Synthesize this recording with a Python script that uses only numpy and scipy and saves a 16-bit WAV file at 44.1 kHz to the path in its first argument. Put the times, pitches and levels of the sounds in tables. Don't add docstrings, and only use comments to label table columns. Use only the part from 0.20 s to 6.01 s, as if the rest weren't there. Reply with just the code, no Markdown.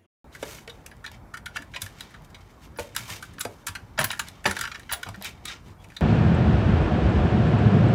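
import sys
import numpy as np
from scipy import signal
from scipy.fft import rfft, irfft
from scipy.io import wavfile
from scipy.ndimage import uniform_filter1d

SR = 44100
rng = np.random.default_rng(int(sys.argv[2]) if len(sys.argv) > 2 else 0)


def how_loud(loudness_db):
    steps = np.asarray(loudness_db, float) / 20
    return 10 ** steps


def unload_audio(sound):
    columns = np.transpose(np.atleast_2d(sound))
    steps = np.round(np.clip(columns, -1, 1) * 32767)
    wavfile.write(sys.argv[1], SR, steps.astype(np.int16))


N = 256197


def evened(x):
    return x / np.sqrt(np.mean(x ** 2) + 1e-20)


def peaked(x):
    return x / (abs(x).max() + 1e-12)


def read(points, hz):
    f, value = np.transpose(points)
    return np.interp(np.log(hz + 1), np.log(f + 1), value)


def add(mix, s, sound):
    part = mix[round(s * SR):][:len(sound)]
    part += sound[:len(part)]


def coloured(x, points):
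    gain = how_loud(read(points, np.fft.rfftfreq(len(x), 1 / SR)))
    return evened(irfft(rfft(x) * gain, len(x)))


def ring(hz, db, t60, t, sign=1):
    hz, db, t60, sign = (np.reshape(v, (-1, 1)) for v in (hz, db, t60, sign))
    decay = how_loud(db - 60 * t / np.clip(t60, .004, .2))
    return (sign * decay * np.sin(2 * np.pi * hz * t)).sum(0)


def contacts(chance, t, contact_s, rise_s):
    ticks = chance * abs(chance) ** 0.36
    swell = (1 - np.exp(-1.6 * t / max(rise_s, .0001))) ** 2
    return ticks * swell * np.exp(-(t / max(contact_s, .0005)) ** 1.304)


# [f/Hz, t60/s]
WOOD_DAMPING = [(300, 0.035), (800, 0.045), (1500, 0.03), (3000, 0.026), (7000, 0.024)]


def timber(points, hz, t, favour_db=0):
    shift, sign, weight = rng.standard_normal((3, len(hz)))
    hz = hz * (1 + .02 * shift)
    level_db = read(points, hz) + 2.0 * weight + favour_db
    return peaked(ring(hz, level_db, read(WOOD_DAMPING, hz), t, np.sign(sign)))


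# [f/Hz, level/dB per Hz]
AIR_COLOUR = [(21, -68), (33, -3), (44, 6), (65, 4), (109, 3), (202, -3), (510, -12.5), (946, -12),
              (2330, -25), (2940, -35), (12800, -41), (15300, -40), (16500, -68)]


def air():
    frames, hz = N // 256 + 5, np.fft.rfftfreq(1024, 1 / SR)
    real, imag, patches = rng.standard_normal((frames, 513, 3)).T
    patches = evened(uniform_filter1d(uniform_filter1d(patches, 8, 0), 14, 1))
    swell = evened(uniform_filter1d(rng.standard_normal(frames), size=30))
    bass = (hz < 400)[:, None]
    z = (real + 1j * imag) * how_loud(2.0 * patches + 0.5 * swell * bass)
    noise = signal.istft(z, nperseg=1024, noverlap=768)[1][:N]
    return how_loud(-48.5) * coloured(noise, AIR_COLOUR)


# [f/Hz, t60/s]
KENNEL_DECAY = [(200, 0.45), (1000, 0.22), (4000, 0.14), (12000, 0.14)]


def kennel(x):
    at = np.arange(150, SR // 2 - 20, 20)
    echoes, shape = np.zeros((3, SR // 2)), (3, len(at))
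    np.put_along_axis(echoes, at + rng.integers(0, 20, shape), rng.choice([-1., 1.], shape), 1)
    hz, t, z = signal.stft(echoes, SR, nperseg=256)
    decay = how_loud(-60 * t / read(KENNEL_DECAY, hz)[:, None])
    tail = signal.istft(z * decay, SR, nperseg=256)[1]
    turn_hz, phase = 4.3, np.arange(3)[:, None] / 3
    turn = np.cos(2 * np.pi * (turn_hz * np.arange(N) / SR + phase)) * np.sqrt(2 / 3)
    return signal.fftconvolve(x * turn, tail / np.linalg.norm(tail[0]), axes=1)[:, :N].sum(0)


# [t/s, peak level/dB, f/Hz]
FRAME_THUDS = [(1.398, -42.5, 287), (1.629, -34, 95.3), (2.197, -44, 94.5), (2.604, -37, 89),
               (2.799, -38.5, 115), (2.91, -36.5, 101), (3.256, -38, 107), (3.492, -35, 94),
               (3.623, -40, 105), (3.799, -27.5, 144), (3.841, -32.5, 105), (4.277, -27, 198),
               (4.289, -32, 86), (4.399, -40.5, 122), (4.721, -36, 71.6), (4.867, -38, 119),
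               (4.887, -31, 104.7), (4.975, -36, 194), (5.493, -46, 97)]


def thuds():
    t, out, t60 = np.arange(12000) / SR, np.zeros(N), 0.18
    for s, db, hz in FRAME_THUDS:
        overtone = 0.22 * np.sin(2 * np.pi * 1.6 * hz * t) * how_loud(-40 * t / t60)
        swing = np.sin(2 * np.pi * hz * t) + overtone
        add(out, s, how_loud(db) * peaked(swing * how_loud(-60 * t / t60) * (1 - np.exp(-t / 0.0022))))
    return out


def hinge():
    start_s, length_s, squeak_hz, squeak_db = 5.578, 0.057, 3340, -62.5
    t, out = np.arange(0, length_s, 1 / SR), np.zeros(N)
    waver = evened(uniform_filter1d(rng.standard_normal(SR // 10), size=300))[:len(t)]
    tone = np.sin(2 * np.pi * np.cumsum(squeak_hz * (1 + .006 * waver)) / SR)
    add(out, start_s, how_loud(squeak_db + 3.8 * waver) * tone * signal.windows.tukey(len(t), .6))
    return out


# [t/s, peak level/dB, strongest f/Hz]
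BOLT_JUMPS = [(0.711, -35, 10300), (2.573, -22.5, 10300), (3.194, -13, 10300), (3.794, -4, 9250),
              (3.8114, -14, 14500), (3.841, 1.5, 12700), (3.915, -15, 9000), (3.993, -8.5, 10100),
              (4.2624, -6.5, 10700), (4.31, -16, 10900), (4.4106, -18, 12100), (4.7232, 0.5, 13400),
              (4.735, -8, 8900), (4.875, -35, 8800), (5.043, -16, 13000)]
ROD_HZ = [7000, 8805, 9254, 10300, 10960, 12250, 14000, 15330]
# [level/dB, t60/s]
ROD_TONES = [(-9, 0.064), (-2, 0.029), (-6, 0.033), (1.5, 0.054), (-0.5, 0.063), (-2.5, 0.039), (-2, 0.026),
             (2, 0.036)]


def bolt():
    t, out = np.arange(4000) / SR, np.zeros(N)
    mode_db, t60 = np.transpose(ROD_TONES)
    for s, db, hz in BOLT_JUMPS:
        near_db = 9 * np.exp(-(np.log(np.divide(ROD_HZ, hz)) / .1) ** 2)
        rod = ring(ROD_HZ, mode_db + near_db + 0.8 * rng.standard_normal(len(t60)), t60, t)
        chatter = contacts(rng.standard_normal(len(t)), t, 0.0014, 0.00042)
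        add(out, s, how_loud(db - 16.5) * peaked(signal.oaconvolve(chatter, rod)[:len(t)]))
    return out


# [t/s, peak level/dB, f/Hz, ring t60/s]
HOLLOW_KNOCKS = [(0.228, -15, 516, 0.036), (0.477, -31.5, 460, 0.085), (0.862, -38.5, 877, 0.061),
                 (1.372, -38, 598, 0.087), (1.553, -34.5, 647, 0.094), (2.587, -18, 558, 0.062),
                 (2.595, -37, 526, 0.045), (2.89, -36, 910, 0.025), (3.253, -15.5, 501, 0.047),
                 (3.787, -14.5, 644, 0.019), (3.811, -18.5, 870, 0.021), (3.839, -21.5, 960, 0.019),
                 (4.255, -9, 750, 0.024), (4.273, -19, 460, 0.052), (4.367, -28.5, 906, 0.044),
                 (4.724, -27, 710, 0.12), (4.863, -29, 850, 0.023), (4.886, -27.5, 920, 0.016),
                 (5.009, -34, 623, 0.081), (5.664, -51, 670, 0.041)]
# [f/Hz, level/dB]
BOARD_MODES = [(120, -23), (200, -4), (554, -6.5), (833, -5.5), (1340, -6.5), (1600, 2), (2080, -30),
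               (3520, -120)]


def knocks():
    t, out = np.arange(5000) / SR, np.zeros(N)
    board_hz = np.geomspace(200, 1500, num=30)
    for s, db, hz, t60 in HOLLOW_KNOCKS:
        bunch = peaked(ring(hz * np.array([.88, 1, 1.12]), [-6, 0, -5], t60, t))
        crowd = timber(BOARD_MODES, board_hz, t, 10 * np.exp(-(np.log(board_hz / hz) / .5) ** 2))
        rebounds = contacts(rng.standard_normal(len(t)) ** 3, t, .011, 0.0026)
        rattle = peaked(signal.oaconvolve(rebounds, crowd + bunch)[:len(t)])
        blow = (bunch + how_loud(-4.5) * crowd) * (1 - np.exp(-t / 0.0027))
        add(out, s, how_loud(db - 5) * peaked(blow + how_loud(-13) * rattle))
    return out


# [t/s, rasp level/dB, fur and grit hiss level/dB, time to lose 20 dB/s]
PAW_SLIDES = [(.485, -63, -60, 0.8), (.85, -43, -56, -0.33), (0.917, -46, -38, -1.35), (1.15, -51, -61, 0),
              (1.27, -59.5, -68.5, 0.35), (1.38, -60, -56, 0.27), (1.63, -52, -43, 0.3),
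              (1.815, -52.5, -53, 0.35), (2.15, -67.5, -72, 4.5), (2.6, -50, -39, 0.25),
              (2.775, -47.5, -40.5, 0.58), (3.04, -60, -48.5, 0.2), (3.22, -66, -51, 0.8),
              (3.485, -57.5, -51, 0.45), (4.01, -53.5, -54, 0.56), (4.27, -37.5, -42, 0.2246),
              (4.47, -61, -55, 1.1), (4.76, -54, -49, 0.26), (4.84, -57, -55, 0.7),
              (5.09, -52.5, -46, 0.14), (5.36, -52, -65, 0.08)]


def slides(power):
    t = np.arange(N) / SR
    for s, db, hiss_db, fade_s in PAW_SLIDES:
        span_s = 4 * fade_s
        if fade_s < 0:
            fade_s, span_s = .01, .4
        at = slice(round(s * SR), round((s + span_s) * SR))
        loss_db = 20 * ((t[at] - s).clip(0) / max(fade_s, .01)) ** 0.73
        power[:, at] += how_loud([db - loss_db, hiss_db - 2.52 * loss_db]) ** 2


# [strongest at t/s, length/s, rasp level/dB, hiss level/dB]
CLAW_STROKES = [(0.154, 0.074, -55, -55), (0.307, 0.26, -51, -46), (0.939, .09, -56.5, -65),
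                (1.352, 0.028, -51, -66), (1.526, .03, -61, -62.5), (1.613, 0.022, -51, -50),
                (1.794, 0.081, -53, -58), (2.05, 0.03, -68, -58), (2.106, .025, -63, -60),
                (2.214, 0.02, -54, -65), (2.309, 0.036, -63, -66), (2.442, .07, -55, -56),
                (2.807, 0.13, -49.5, -54), (2.924, 0.16, -42.5, -42), (3.813, 0.057, -38, -43),
                (3.91, 0.16, -46.5, -51), (4.081, 0.056, -48.5, -56), (4.398, 0.19, -45, -47),
                (4.723, 0.047, -42.5, -50), (5.007, 0.051, -73, -63), (5.063, 0.069, -37.5, -43),
                (5.304, 0.11, -39, -55.5), (5.487, 0.11, -60.5, -65), (5.627, 0.081, -63.5, -65),
                (5.76, 0.34, -65, -67)]


def strokes(power):
    t = np.arange(N) / SR
    for s, length, db, hiss_db in CLAW_STROKES:
        at = slice(max(round((s - length) * SR), 0), round((s + length) * SR))
        arch_db = -17 * abs(2 * (t[at] - s) / length) ** 1.94
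        power[:, at] += how_loud([db + arch_db, hiss_db + arch_db]) ** 2


# [f/Hz, level/dB per Hz]
RASP_COLOUR = [(400, -49), (800, -19), (1300, -12.5), (2200, 1.5), (3200, -2), (4300, -2), (6000, -5.5),
               (9000, -16), (15000, -68)]
# [f/Hz, level/dB per Hz]
HISS_COLOUR = [(2500, -2), (4500, -5.5), (6500, -2), (10000, -8), (13500, -7.5), (15500, -14), (16500, -31)]
# [f/Hz, level/dB, t60/s]
SCRAPED_SLAT = [(1401, -0.5, 0.045), (1900, -7, 0.039), (2330, 3.5, 0.016), (3180, 0.5, 0.029),
                (3720, -1, 0.031), (4110, -6.5, 0.023)]


def drags():
    power = np.zeros((2, N))
    slides(power)
    strokes(power)
    pressure = np.sqrt(abs(uniform_filter1d(power, size=150, axis=1)))
    grains = rng.standard_normal((2, N)) * how_loud(2.5 * np.minimum(rng.exponential(1, (2, N)), 4))
    clumps = how_loud(2.2 * evened(uniform_filter1d(rng.standard_normal(N), size=200)))
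    rough, fine = grains * clumps
    slat = ring(*np.transpose(SCRAPED_SLAT), np.arange(1500) / SR)
    ringing = evened(signal.oaconvolve(rough, slat)[:N])
    rasp = coloured(rough, RASP_COLOUR) + how_loud(-6.0) * ringing
    return (pressure * [rasp, coloured(fine, HISS_COLOUR)]).sum(0)


# [t/s, peak level/dB]
CLAW_SNAPS = [(0.768, -22), (0.8629, -33), (1.3674, -34), (1.62, 7.5), (1.806, -32), (2.022, -23),
              (2.7643, 11), (3.208, -11), (3.8114, -18), (4.073, -26), (4.9604, -15), (5.024, 5),
              (5.047, 1), (5.255, -25), (5.4564, -47), (5.687, -21)]


def snaps():
    t, out = np.arange(300) / SR, np.zeros(N)
    bright = signal.butter(2, [2800, 13000], "band", fs=SR)
    for s, db in CLAW_SNAPS:
        tick = signal.lfilter(*bright, rng.standard_normal(len(t)) * np.exp(-t / .0006))
        add(out, s, how_loud(db - 24.5) * peaked(tick))
    return out


# [f/Hz, level/dB, t60/s]
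GATE_MODES = [(941, -4, 0.03), (1144, -7, 0.028), (1397.4, -2, 0.027), (1578, -2, 0.026), (1746, 0, 0.031),
              (1932, -1.5, 0.021), (2265, -1.5, 0.029), (2560, -2.5, 0.017), (2973, -3, 0.034),
              (3386, -3.5, 0.024), (3781, -3.5, 0.023), (4060, -3.5, 0.021), (4795, -6.5, 0.039),
              (5810, -6.5, 0.031)]
# [f/Hz, level/dB]
SLAT_MODES = [(530, -28), (900, -7), (1680, -2), (2790, -3), (3810, -8.5), (4330, -6.5), (6540, -14.5),
              (7000, -1.5), (9100, -20), (15400, -120)]


def tap(db, crack_db, contact_s, rise_s, hz):
    t, short = np.arange(3000) / SR, np.arange(1500) / SR
    drive = contacts(rng.standard_normal(len(t)), t, contact_s, rise_s)
    gate_hz, gate_db, t60 = np.transpose(GATE_MODES)
    spot, shift = rng.standard_normal((2, len(gate_hz)))
    gate_hz = gate_hz * (1 + .012 * shift)
    luck = abs(np.exp(-2j * np.pi * np.outer(gate_hz, short)) @ drive[:len(short)])
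    gate_db = gate_db - 16 * np.log10(luck / luck.mean() + .1)
    near_db = 13 * np.exp(-(np.log(gate_hz / hz) / .2) ** 2)
    sign = (-1) ** np.arange(len(gate_hz))
    main = peaked(ring(gate_hz, gate_db + near_db + 1.22 * spot, t60, short, sign))

    slat_hz = np.geomspace(900, 7000, num=60)
    stiff_db = -4 * (slat_hz < .8 * min(hz, 1410))
    crowd = timber(SLAT_MODES, slat_hz, short, stiff_db)
    crowd_db = -7 + .45 * (db + 24)
    body = signal.oaconvolve(drive, main + how_loud(crowd_db) * crowd)[:len(t)]
    thin = signal.butter(2, 0.61 * min(hz, 1770), "high", fs=SR)
    sound = peaked(signal.lfilter(*thin, body))

    grit = rng.standard_normal(len(t)) * uniform_filter1d(abs(drive), size=60, origin=29)
    sharp = signal.butter(1, [4500, 12000], "band", fs=SR)
    crack = peaked(signal.lfilter(*sharp, signal.lfilter(*sharp, grit)))
    fade = signal.windows.tukey(2 * len(t), .3)[len(t):]
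    return how_loud(db) * (sound + how_loud(crack_db + 2) * crack) * fade


# [t/s, peak level/dB, dry crack level/dB, contact/ms, rise/ms]
ON_FRAME = [(0.2248, -25, -12, 8.4, 1.3), (1.56, -29, -30, 11, 2.8), (2.5845, -24.5, -18, 4.8, 1.3),
            (2.8774, -34, -6, 33, 6), (3.0105, -55, 6, 10, 4), (3.2494, -24.5, -6.5, 3.4, 1),
            (3.4801, -23.5, -4.5, 7.5, 2.2), (3.7878, -13, -25, 3, .3), (4.2546, -11, -31, 4.4, 0.27),
            (4.887, -32.5, -3, 3.2, 1.5), (5.011, -35, -14, 2.8, 0.86), (3.8102, -17, -6, 4.4, 1.7),
            (4.2705, -21, -9, 5.8, 2.5), (4.7135, -19.5, -17, 5.1, 0.49), (3.904, -20.5, -25, 3.5, 0.49),
            (4.8637, -32, -35, 9.8, 1.2)]
ON_RAIL = [(1.136, -24, -16.5, 9.2, 3.8), (1.169, -31, -11.5, 6.9, 1.7), (1.257, -25.5, -8.5, 6.9, 1.6),
           (1.3568, -22, -19, 6.8, 6.3), (1.938, -37, -19, 14, 2.1), (2.5564, -41, -26, 17, 3.9),
           (3.025, -28.5, -7, 5.7, 0.38), (3.181, -31, -20, 3.9, 2.2), (3.2023, -27, -8, 3.8, 1.5),
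           (3.465, -20, -2.5, 8.2, 2.8), (3.55, -24, -11.5, 9.1, 1), (3.7754, -21.5, -27, 6.2, 3.7),
           (3.8011, -18.5, -7, 6, 1.2), (3.8416, -15.5, -7, 7, .3), (3.929, -25, -17, 5.3, 2),
           (3.9929, -16, -6, 5.1, 0.84), (4.3095, -16.5, -6.5, 5, 0.52), (4.3884, -24, -5, 4.1, 1.1),
           (4.4101, -16.5, -6, 5.5, 0.15), (4.4353, -21, -37, 7, 0.68), (4.4728, -26.5, -15, 3.7, 1.2),
           (4.514, -26, -20, 5, 1), (4.6923, -27, -30, 12, 0.48), (4.731, -17.5, -7, 5.5, 1.6),
           (4.829, -20.5, -10.5, 3.8, 1.3), (4.9408, -33, -20, 9, 1.1), (4.554, -27, -22, 3.2, 1.2)]
ON_SLAT = [(0.148, -31, -14, 5.2, 2.6), (0.712, -39.5, -25, 6.4, 0.77), (0.8402, -28, -19, 9.7, 1),
           (0.872, -31, -22, 7.6, 1.9), (1.350, -36, -12, 11, 6), (1.3676, -17.5, -16.5, 1.8, 0.65),
           (1.419, -36.5, -7, 4.8, 1.7), (1.6614, -32, -6, 2.7, 0.45), (1.902, -46.5, -6.5, 13, 3),
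           (2.7465, -33.5, -3, 7.6, 1.7), (3.1325, -47.5, -2, 9.6, 2.3), (3.7888, -12.5, -11.5, 5.3, 0.55),
           (3.829, -23, -29, 2.5, 1), (3.97, -36.5, -11, 13, 1.8), (4.073, -42, -23, 5.9, 2),
           (4.241, -27, -10.5, 8, 0.33), (4.2573, -10, -35, 5.4, 1.5), (4.2937, -24.5, -9, 8, 2),
           (4.365, -20, -13, 4.7, 0.72), (4.4512, -20.5, -17, 3.9, 0.51), (4.543, -26, -25, 5.7, 5.5),
           (4.594, -38, -3, 4.1, 1), (5.717, -39.5, -18, 6, 1.1)]
ON_LATH = [(0.381, -36, -29, 6.3, 2.4), (0.4749, -30.5, -10, 3.3, 0.64), (0.661, -36, 3.5, 3.8, 1.4),
           (1.536, -30, -25, 9.5, .6), (1.5593, -21.5, -19, 8.3, 0.51), (2.593, -26, -3.5, 2.3, 1.7),
           (2.893, -38, -3, 14, 3.9), (3.9115, -23.5, -2, 4.4, 1), (5.036, -34, -20, 5.4, 1),
           (5.051, -24.5, -19, 5.1, 1.6), (5.071, -36, -20, 7.7, 3.9), (5.1015, -41, -18, 5.7, 2),
           (5.294, -34, -18, 7.4, 2.2), (5.31, -37, -23, 5.5, 1.8), (5.327, -42, -12, 8.6, 2.4),
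           (5.641, -41.5, -8, 5.7, 1.5), (5.699, -41.5, -10.5, 5.5, 2)]
ON_EDGE = [(0.1243, -45.5, -11, 4.3, 1.5), (0.4933, -33, -15, 7.1, 3), (0.862, -25, -13, 2.5, 0.53),
           (1.544, -30.5, -19, 14, 1.5), (1.6172, -23.5, -1.5, 5.3, 0.45), (1.806, -26, -6.5, 3.6, 0.45),
           (2.143, -36, -12, 7.5, 3.2), (2.7623, -17, -4, 3.2, 0.89), (3.208, -23, 4, 4.6, 1),
           (3.9028, -17.5, -29, 3.4, 0.37), (4.085, -30.5, -3.5, 1.3, .2), (4.63, -42.5, -13, 3.4, 1.5),
           (4.7236, -22, -16, 13, 0.92), (5.023, -32.5, -20, 2.1, 0.83), (5.0429, -27.5, -20, 4.9, 1.2),
           (5.277, -26.5, -16, 8, 3), (5.2527, -24, -2.5, 4.2, 0.75), (5.7634, -25.5, -16, 6.2, 2.6)]


def taps():
    out = np.zeros(N)
    pieces = [(ON_FRAME, 1040), (ON_RAIL, 1410), (ON_SLAT, 1770), (ON_LATH, 2450), (ON_EDGE, 3750)]
    for rows, hz in pieces:
        for s, db, crack_db, contact_ms, rise_ms in rows:
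            add(out, s, tap(db, crack_db, contact_ms / 1e3, rise_ms / 1e3, hz))
    return out


def scene():
    gate = hinge() + bolt() + knocks() + drags() + snaps() + taps()
    return (air() + how_loud(-9.5) * kennel(gate) + thuds() + gate)[None]


def roll_off(x):
    return signal.sosfilt(signal.butter(12, 16990, fs=SR, output="sos"), x)


def record(dry):
    low = signal.butter(3, 38, "high", fs=SR, output="sos")
    top = signal.butter(16, 15950, fs=SR, output="sos")
    opened = np.arange(N) > .0435 * SR
    heard = signal.sosfilt(np.vstack([low, top]), dry) * opened
    return roll_off(heard)


dry = scene()
out = record(dry)
unload_audio(out)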